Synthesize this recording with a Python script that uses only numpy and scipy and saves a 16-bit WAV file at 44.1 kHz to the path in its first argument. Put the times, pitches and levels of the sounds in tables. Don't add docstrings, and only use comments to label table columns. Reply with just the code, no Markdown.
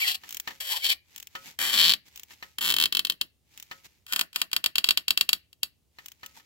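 import sys
import numpy as np
from scipy import signal
from scipy.fft import rfft, irfft, next_fast_len
from scipy.io import wavfile
from scipy.ndimage import uniform_filter1d

SR = 44100
rng = np.random.default_rng(int(sys.argv[2]) if len(sys.argv) > 2 else 0)


def int16_out(signal):
    q = np.round(np.clip(np.atleast_2d(signal).T, -1, 1) * 32767)
    wavfile.write(sys.argv[1], SR, q.astype(np.int16))


N = 284445
TAPS = 4096
HZ = np.fft.rfftfreq(TAPS, 1 / SR)
TIME = np.arange(N) / SR

# time in seconds, relative level in dB.
CREAK_CURVES = [
    [(0.0, -32.5), (0.058, -33), (0.08, -24.5), (0.118, -30), (0.138, -42.5), (0.148, -31), (0.154, -34.5)],
    [(0.602, -41.5), (0.606, -35.5), (0.634, -45.5), (0.704, -34.5), (0.722, -27.5), (0.748, -38.5),
     (0.77, -29), (0.782, -43), (0.82, -44.5), (0.846, -24.5), (0.884, -32), (0.894, -23.5), (0.924, -26),
     (0.934, -37)],
    [(1.598, -35), (1.624, -31.5), (1.726, -30.5), (1.738, -21), (1.758, -27.5), (1.792, -20),
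     (1.923, -19.5)],
    [(2.608, -33.5), (2.616, -33), (2.716, -27), (2.728, -30.5)],
]
SLIP_RATES = [(1054, 440), (472, 380), (309, 190), (239.7, 100)]
# time in seconds, relative level in dB.
CRACKS = [(1.5892, -24), (1.936, -9.5), (2.5844, -22.5), (2.7395, -14), (2.765, -14), (2.7847, -14),
          (2.8, -12.5), (2.8123, -13), (2.824, -12), (2.8378, -10.5), (2.8563, -12), (2.9246, -15),
          (2.9496, -13), (2.9696, -12), (2.9929, -12), (3.0495, -14.5), (3.0694, -23.5), (3.0986, -12),
          (3.1212, -28.5), (3.2128, -14), (4.0652, -39.5), (4.124, -19), (4.1336, -16.5), (4.1609, -15.5),
          (4.1928, -14.5), (4.2109, -13.5), (4.3298, -38), (4.3597, -14.5), (4.416, -11.5), (4.5149, -31.5),
          (4.5308, -13.5), (4.564, -10.5), (4.641, -13), (4.6605, -10), (4.7561, -12), (4.782, -8.5),
          (4.8424, -8.5), (4.8883, -7.5), (4.9075, -7), (4.9739, -8.5), (5.0813, -12), (5.1061, -8),
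          (5.1747, -9.5), (5.2102, -8), (5.2909, -9.5), (5.3304, -8.5), (5.529, -43), (5.6316, -14)]
# start and end in seconds, relative level reached in dB.
CREEPS = [(4.079, 4.206, -45.5), (4.343, 4.407, -43.5), (4.847, 4.877, -35.5)]
# start and time until tight
# in seconds, then in dB the extra rattle while loose and the tight socket's ring, thud into the
# engine, bite near 4 kHz, treble and top octave.
PULLS = [(0, 0.071, 4, -12, -5.5, -9.5, -4, 1.5), (.6, 0.27, 10.5, -4.5, -24, -8, -6, 0.5),
         (1.585, 0.27, 15.5, -7.5, -4, -8.5, -9, -4), (2.58, 0.31, 9, -1.5, -1.5, -12, -6, -1),
         (4.06, 0.78, 10.5, -8, -6, -15, -5, -2)]
# pitch in Hz, width in Hz, level in dB.
BODY_RESONANCES = [(76, 41, -17.5), (217.6, 190, -14.5), (370, 200, -26), (704, 200, -15),
                   (1114, 200, -11.5), (1259, 31, -14), (1560, 300, -15.5), (1836, 150, -5.5),
                   (1980, 110, -16.5), (2230, 86, -6.5), (2750, 484, 8.5), (3153, 590, 8), (3482, 110, 6),
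                   (3920, 210, 2.5), (4370, 1200, 5.5), (4560, 200, -11.5), (5300, 360, -18.5),
                   (5490, 780, -6), (6060, 1600, -31), (6880, 920, -4), (7913, 830, -3.5),
                   (9387, 380, -26.5), (10400, 4100, -13.5), (11860, 3400, -9.5), (12400, 500, -8),
                   (13740, 353, -20.5), (14300, 820, -12.5), (15700, 670, -15.5)]
# pitch in Hz, relative level in dB, seconds to fade by 60 dB.
SOCKET_RINGS = [(2890, -30, 0.19), (3150, -6.5, 0.044), (4660, -30.5, 0.059)]
HANDLE_RINGS = [(543, -13.5, 0.3), (1286, 0.5, 0.24), (1454, 0.5, 0.15), (1960, -23, 0.75),
                (2930, -15, 0.096), (3083, 0, 0.1)]
HEAD_RINGS = [(1880, -3, 0.068), (2033, -7, 0.048), (2520, -8, 0.041), (4120, -9, 0.017)]
# start and length in seconds, top pitch in Hz,
# share of the pitch lost at both ends, level in dB.
SQUEALS = [(0, 0.052, 2340, .18, -27.5), (0.038, .07, 1970, 0.06, -34.5), (0.697, .09, 973, 0.093, -44.5),
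           (0.821, 0.07, 2320, 0.019, -37), (0.906, 0.025, 2435, .08, -27.5),
           (4.09, 0.15, 1515, 0.0091, -48), (6.36, 0.026, 890, .02, -55.5)]
# time in seconds, energy in dB,
# then handle ring and head clink in dB relative to the knock.
KNOCKS = [(0.235, -17.5, -19, -12), (0.4746, -3, -22, -7), (0.506, -14, -17, -12), (1.352, -7.5, -8.5, -11),
          (2.306, -21.5, -28, -15), (2.426, -13, -16.5, 0.5), (3.713, -10.5, -13.5, -2.5),
          (5.986, -19.5, -18, 0.5), (6.232, -15.5, -12, -2), (6.397, -28.5, -15, -10)]
# first tick and length in seconds, number of teeth, share of speed left at
# the end, then relative levels in dB of the first tick, the last tick and the glove's rub.
BACK_SWINGS = [(0.2909, .108, 6, 0.46, -15.5, -6, -57), (1.161, 0.11, 5, 0.23, -15.5, -18.5, -63),
               (2.159, 0.074, 4, 0.19, -18.5, -17.5, -64.5), (3.5755, 0.05, 3, 0.78, -19, -17.5, -64),
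               (6.0596, .0584, 3, 0.47, -15.5, -22, -69.5), (6.2615, 0.018, 1, 0.85, -15, -12, -71)]
# middle and length in seconds, relative level in dB.
GRIP_SHIFTS = [(1.475, 0.068, -52), (2.076, 0.025, -60.5), (2.322, .044, -56.5), (3.855, 0.021, -54),
               (6.376, 0.036, -57)]
# frequency in Hz, relative dB.
KNOCK_COLOUR = [(80, -27.5), (300, -10), (650, -16), (900, -1), (1500, -7), (1850, 5), (2250, -6),
                (2650, 0), (3500, -4.5), (4150, -8.5), (5000, -8.5), (7500, -17), (9500, -27.5),
                (15500, -14.5)]
TICK_COLOUR = [(100, -26), (600, -21), (1100, -11.5), (2000, -4), (3100, 4.5), (4500, -7.5), (5800, -3),
               (7500, -3.5), (9300, -15), (12000, -10.5), (15500, -3.5)]
GLOVE_COLOUR = [(59, -43), (100, -3.5), (266, -3), (634, -14), (891, -4), (1080, -10), (1250, -10),
                (1610, -6.5), (2220, -0.5), (3050, -3), (7140, -6), (9020, -16.5), (12700, -9.5),
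                (16000, -12.5)]
AIR_COLOUR = [(15, -63), (25, -31), (58, -12.5), (70, -3), (92, -9), (175, -18), (301, -22), (363, -24),
              (531, -28.5), (591, -29), (1560, -40), (3160, -35), (16000, -38.5)]
# frequency in Hz, left minus right in dB.
LEFT_BALANCE = [(60, -4.5), (120, -3), (240, -4), (480, 1), (950, 2.5), (1890, 3.5), (3770, 1), (7520, -2),
                (15000, 8)]
# frequency in Hz, radians by which the left leads.
LEFT_LEAD = [(200, -0.5), (600, 0.56), (1250, 1.5), (1720, 3), (2150, 1.78), (2750, 5), (3150, 1.36),
             (4100, 0.31), (5100, 2), (7500, 0.87), (11800, 4.5), (15000, -2)]
# frequency in Hz, seconds to fade by 60 dB.
ECHO_FADE = [(150, 0.16), (400, 0.17), (900, 0.11), (3000, 0.35), (8000, 0.12), (15000, 0.16)]
# frequency in Hz, level in dB against the direct sound.
ECHO_LEVEL = [(150, -1.5), (400, -1), (800, -14.5), (2000, -17), (3200, -34), (4500, -26), (7000, -26),
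              (14000, -18)]


def thread(grit_db=-13, grit_s=0.0065, low_cut_hz=60, pose_count=4):
    times, db = slips().T
    low_db, ring_db, thud_db, bite_db, treble_db, top_db = socket_fit(times)
    body = np.sqrt(sum(amp(level) ** 2 / (1 + (2 * (HZ - hz) / width) ** 2) ** 1.88
                       for hz, width, level in BODY_RESONANCES))
    body *= HZ ** 2 / (HZ ** 2 + low_cut_hz ** 2)
    poses = [rfft(metal_blow(body, echo_db=6.5, fade_s=0.018, alike=0.27)) for _ in range(pose_count)]
    shares = [np.interp(TIME, np.linspace(0, TIME[-1], pose_count), row) for row in np.eye(pose_count)]
    crumbs = rng.standard_normal(N) * rng.exponential(1, N) / np.sqrt(2)
    fade = np.exp(-1 / (grit_s * SR))
    bite_db = bite_db + 0.2 * np.clip(db, -8, 8) + 1.7 * rng.standard_normal(N)[:len(times)]
    bite = 1 / (1 + (2 * (HZ - 4200) / 1100) ** 2)
    thud, low, mid, high = (1 / (1 + (HZ / hz) ** 8) for hz in (550, 2100, 5700, 9300))
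    bands = [(thud, thud_db), (low - thud, low_db + 7.5), (mid - low, -5.33),
             (high - mid, treble_db + 1.5), (1 - high, top_db + 1.5), (bite, bite_db)]
    out = ringing(SOCKET_RINGS, times, db + ring_db)
    for band, colour_db in bands:
        blows = clicks(times, db + colour_db)
        grit_power = signal.lfilter([1 - fade], [1, -fade], blows ** 2 + 1e-20)
        grit = amp(grit_db) * crumbs * np.sqrt(grit_power)
        for pose, share in zip(poses, shares):
            metal = irfft(pose * causal(band))[:, :TAPS // 2]
            out += convolve((blows + grit) * np.sqrt(share), metal)
    return out


def slips(creak_db=4.5, crack_db=19, creep_per_s=550, swell_db=8.5):
    runs = [creak(curve, *rates) for curve, rates in zip(CREAK_CURVES, SLIP_RATES)]
    runs += [creak([(start, db - swell_db), (end, db)], creep_per_s, creep_per_s)
             for start, end, db in CREEPS]
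    return np.vstack([np.vstack(runs) + [0, creak_db], np.array(CRACKS) + [0, crack_db]])


def creak(curve, first_rate, last_rate, slowing=0.3, jitter=0.17, uneven_db=1.6):
    times, db = np.transpose(curve)
    t = np.arange(times[0], times[-1], 1 / SR)
    level = np.interp(t, times, db)
    rate = np.geomspace(first_rate, last_rate, len(t)) * amp(-slowing * (level - level.mean()))
    slips_so_far = np.cumsum(rate) / SR
    wait, size = rng.standard_normal((400, 2)).T
    due = np.arange(len(wait)) + jitter * wait
    keep = due < slips_so_far[-1]
    slip_times = np.interp(due[keep], slips_so_far, t)
    energy_db = np.interp(slip_times, t, level + 10 * np.log10(SR / rate))
    return np.transpose([slip_times, energy_db + uneven_db * size[keep]])


def socket_fit(times, tight_low_db=-6, sharpen_db_per_s=8.5):
    pulls = np.array(PULLS)
    which = np.searchsorted(pulls[1:, 0] - 0.1, times)
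    start, tight_s, rattle_db, ring_db, thud_db, bite_db, treble_db, top_db = pulls[which].T
    rattle = rattle_db * np.clip(1 - (times - start) / tight_s, 0, 1)
    sharper = sharpen_db_per_s * np.maximum(times - start - tight_s, 0)
    return (tight_low_db + rattle,
            ring_db + 0.5 * rattle,
            thud_db + 0.7 * rattle,
            bite_db - 0.62 * rattle + 0.52 * sharper,
            treble_db + 0.84 * rattle + sharper,
            top_db + 0.76 * rattle + sharper)


def squeals(width_hz=170):
    out = np.zeros(N)
    fade = np.exp(-np.pi * width_hz / SR)
    for start, length, top_hz, arch, db in SQUEALS:
        span = (TIME >= start) & (TIME < start + length)
        pressure = abs(np.sin(np.pi * (TIME[span] - start) / length))
        friction = (rng.standard_normal((SR // 2, 2)) @ [1, 1j])[:len(pressure)]
        waver = signal.lfilter([1], np.poly([fade, fade]), friction)
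        pitch_hz = top_hz * (1 - arch + arch * pressure)
        tone = (waver * np.exp(2j * np.pi * np.cumsum(pitch_hz) / SR)).real
        out[span] += unit(tone) * np.sqrt(len(tone)) * amp(db) * pressure ** 0.3
    return out


def slack_knocks():
    times, db, ring_db, clink_db = np.transpose(KNOCKS)
    knock = metal_blow(amp(look_up(KNOCK_COLOUR, HZ)), echo_db=18, fade_s=0.081, alike=0.21)
    handle = ringing(HANDLE_RINGS, times, db + ring_db)
    head = ringing(HEAD_RINGS, times, db + clink_db)
    return convolve(clicks(times, db), knock) + handle + head


def pawl_ticks(gain_db=3.66):
    times, db = np.vstack([teeth(*swing) for *swing, _ in BACK_SWINGS]).T
    treble_db = 9 + 0.25 * db + 0.5 * rng.standard_normal(len(times))
    out = np.zeros((2, N + TAPS))
    for start, energy_db, bright_db in zip(np.round(times * SR).astype(int), db, treble_db):
        tick = metal_blow(amp(look_up(TICK_COLOUR, HZ)), echo_db=9.5, fade_s=0.016, alike=0.18)
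        treble_lift = causal(amp(bright_db / (1 + (5500 / (HZ + 1)) ** 4)))
        out[:, start:start + TAPS] += amp(energy_db + gain_db) * unit(irfft(rfft(tick) * treble_lift))
    return out[:, :N]


def teeth(start, length, count, end_speed, first_db, last_db):
    angle = np.linspace(0, 1, count)
    speed = np.sqrt(1 - (1 - end_speed ** 2) * angle)
    times = start + length * (1 - speed) / (1 - end_speed)
    return np.transpose([times, first_db + (last_db - first_db) * angle])


def glove(gain_db=6.0, grain_db=3):
    # middle and length in seconds, relative level in dB.
    back = [(start + 0.014, 0.12, db) for start, *_, db in BACK_SWINGS]
    forward = [(start + 0.29, 0.2, -71.5) for start, *_ in BACK_SWINGS]
    jolts = [(time + 0.033, 0.095, -57 + 0.66 * db) for time, db, *_ in KNOCKS]
    swells = np.sqrt(sum(amp(db) ** 2 * np.exp(-(2 * (TIME - middle) / length) ** 2)
                         for middle, length, db in back + forward + jolts + GRIP_SHIFTS))
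    grain_times = TIME[::64]
    grains = amp(grain_db * np.interp(TIME, grain_times, rng.standard_normal(len(grain_times))))
    return amp(gain_db) * swells * unit(grains) * np.sqrt(N) * noise(GLOVE_COLOUR, alike=0.1)


def microphone_ports(sound):
    half_gap = look_up(LEFT_BALANCE, HZ) * np.log(10) / 40 + 0.5j * look_up(LEFT_LEAD, HZ)
    pair = np.roll(irfft(np.exp([half_gap, -half_gap])), TAPS // 2, 1)
    return signal.oaconvolve(sound, pair, axes=1)[:, TAPS // 2:][:, :N]


def garage_echo(sound, onset_s=0.0046):
    hz, t, bands = signal.stft(rng.standard_normal((2, SR // 2)), SR, nperseg=256)
    decay = amp(-60 * t / look_up(ECHO_FADE, hz)[:, None]) * np.minimum(t / onset_s, 1) ** 2
    decay *= amp(look_up(ECHO_LEVEL, hz))[:, None] / np.sqrt(128 * np.sum(decay ** 2, 1, keepdims=True))
    return convolve(sound, signal.istft(bands * decay, SR, nperseg=256)[1])


def still_air(level_db=-70.5):
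    return amp(level_db) * noise(AIR_COLOUR, alike=0.43)


def metal_blow(colour, echo_db, fade_s, alike, spread_s=0.0005938):
    t = TIME[:TAPS]
    echoes = stereo_hiss(TAPS, alike) * amp(-60 * t / fade_s) * (t > spread_s)
    blow = np.exp(-4j * np.pi * spread_s * np.sqrt(HZ * 4000))
    spectrum = blow + amp(echo_db) * rfft(unit(echoes)) * HZ / (HZ + 500)
    smooth_level = np.sqrt(uniform_filter1d(abs(spectrum) ** 2, size=31, axis=1))
    return unit(irfft(spectrum * causal(colour / smooth_level)))


def ringing(rings, times, levels_db):
    t = TIME[:3 * TAPS]
    ring = sum(amp(db) * unit(np.sin(2 * np.pi * hz * t) * amp(-60 * t / fade_s))
               for hz, db, fade_s in rings)
    return convolve(clicks(times, levels_db), np.array([ring, ring]))


def clicks(times, db):
    return np.bincount(np.clip(np.round(times * SR).astype(int), 0, N), amp(db), N + 1)[:N]


def stereo_hiss(length, alike):
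    shared, *own = rng.standard_normal((3, length))
    return np.sqrt(alike) * shared + np.sqrt(1 - alike) * np.array(own)


def noise(colour, alike):
    size = next_fast_len(N)
    spectrum = rfft(stereo_hiss(N, alike), size)
    spectrum *= amp(look_up(colour, np.linspace(0, SR / 2, spectrum.shape[1])))
    return unit(irfft(spectrum, size)[:, :N]) * np.sqrt(N)


def causal(gain):
    log_gain = np.log(np.maximum(gain, 1e-5))
    mirrored = np.concatenate([log_gain, log_gain[..., -2:0:-1]], -1)
    return np.exp(np.conj(signal.hilbert(mirrored)))[..., :len(HZ)]


def convolve(sound, response):
    return signal.oaconvolve(np.atleast_2d(sound) * np.ones((2, 1)), response, axes=1)[:, :N]


def look_up(table, hz):
    row_hz, values = np.transpose(table)
    return np.interp(np.log(hz + 1), np.log(row_hz + 1), values)


def unit(sound):
    return sound / np.sqrt(np.mean(np.sum(sound ** 2, -1)) + 1e-20)


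def amp(db):
    return 10 ** (np.asarray(db) / 20)


def scene():
    tool = microphone_ports(thread() + squeals() + pawl_ticks() + slack_knocks())
    return tool + garage_echo(tool) + glove() + still_air()


def record(dry):
    low_pass = signal.firwin(255, 15950, window=("kaiser", 9), fs=SR)
    return signal.oaconvolve(dry, low_pass[None], "same", axes=1)


dry = scene()
out = record(dry)
int16_out(out)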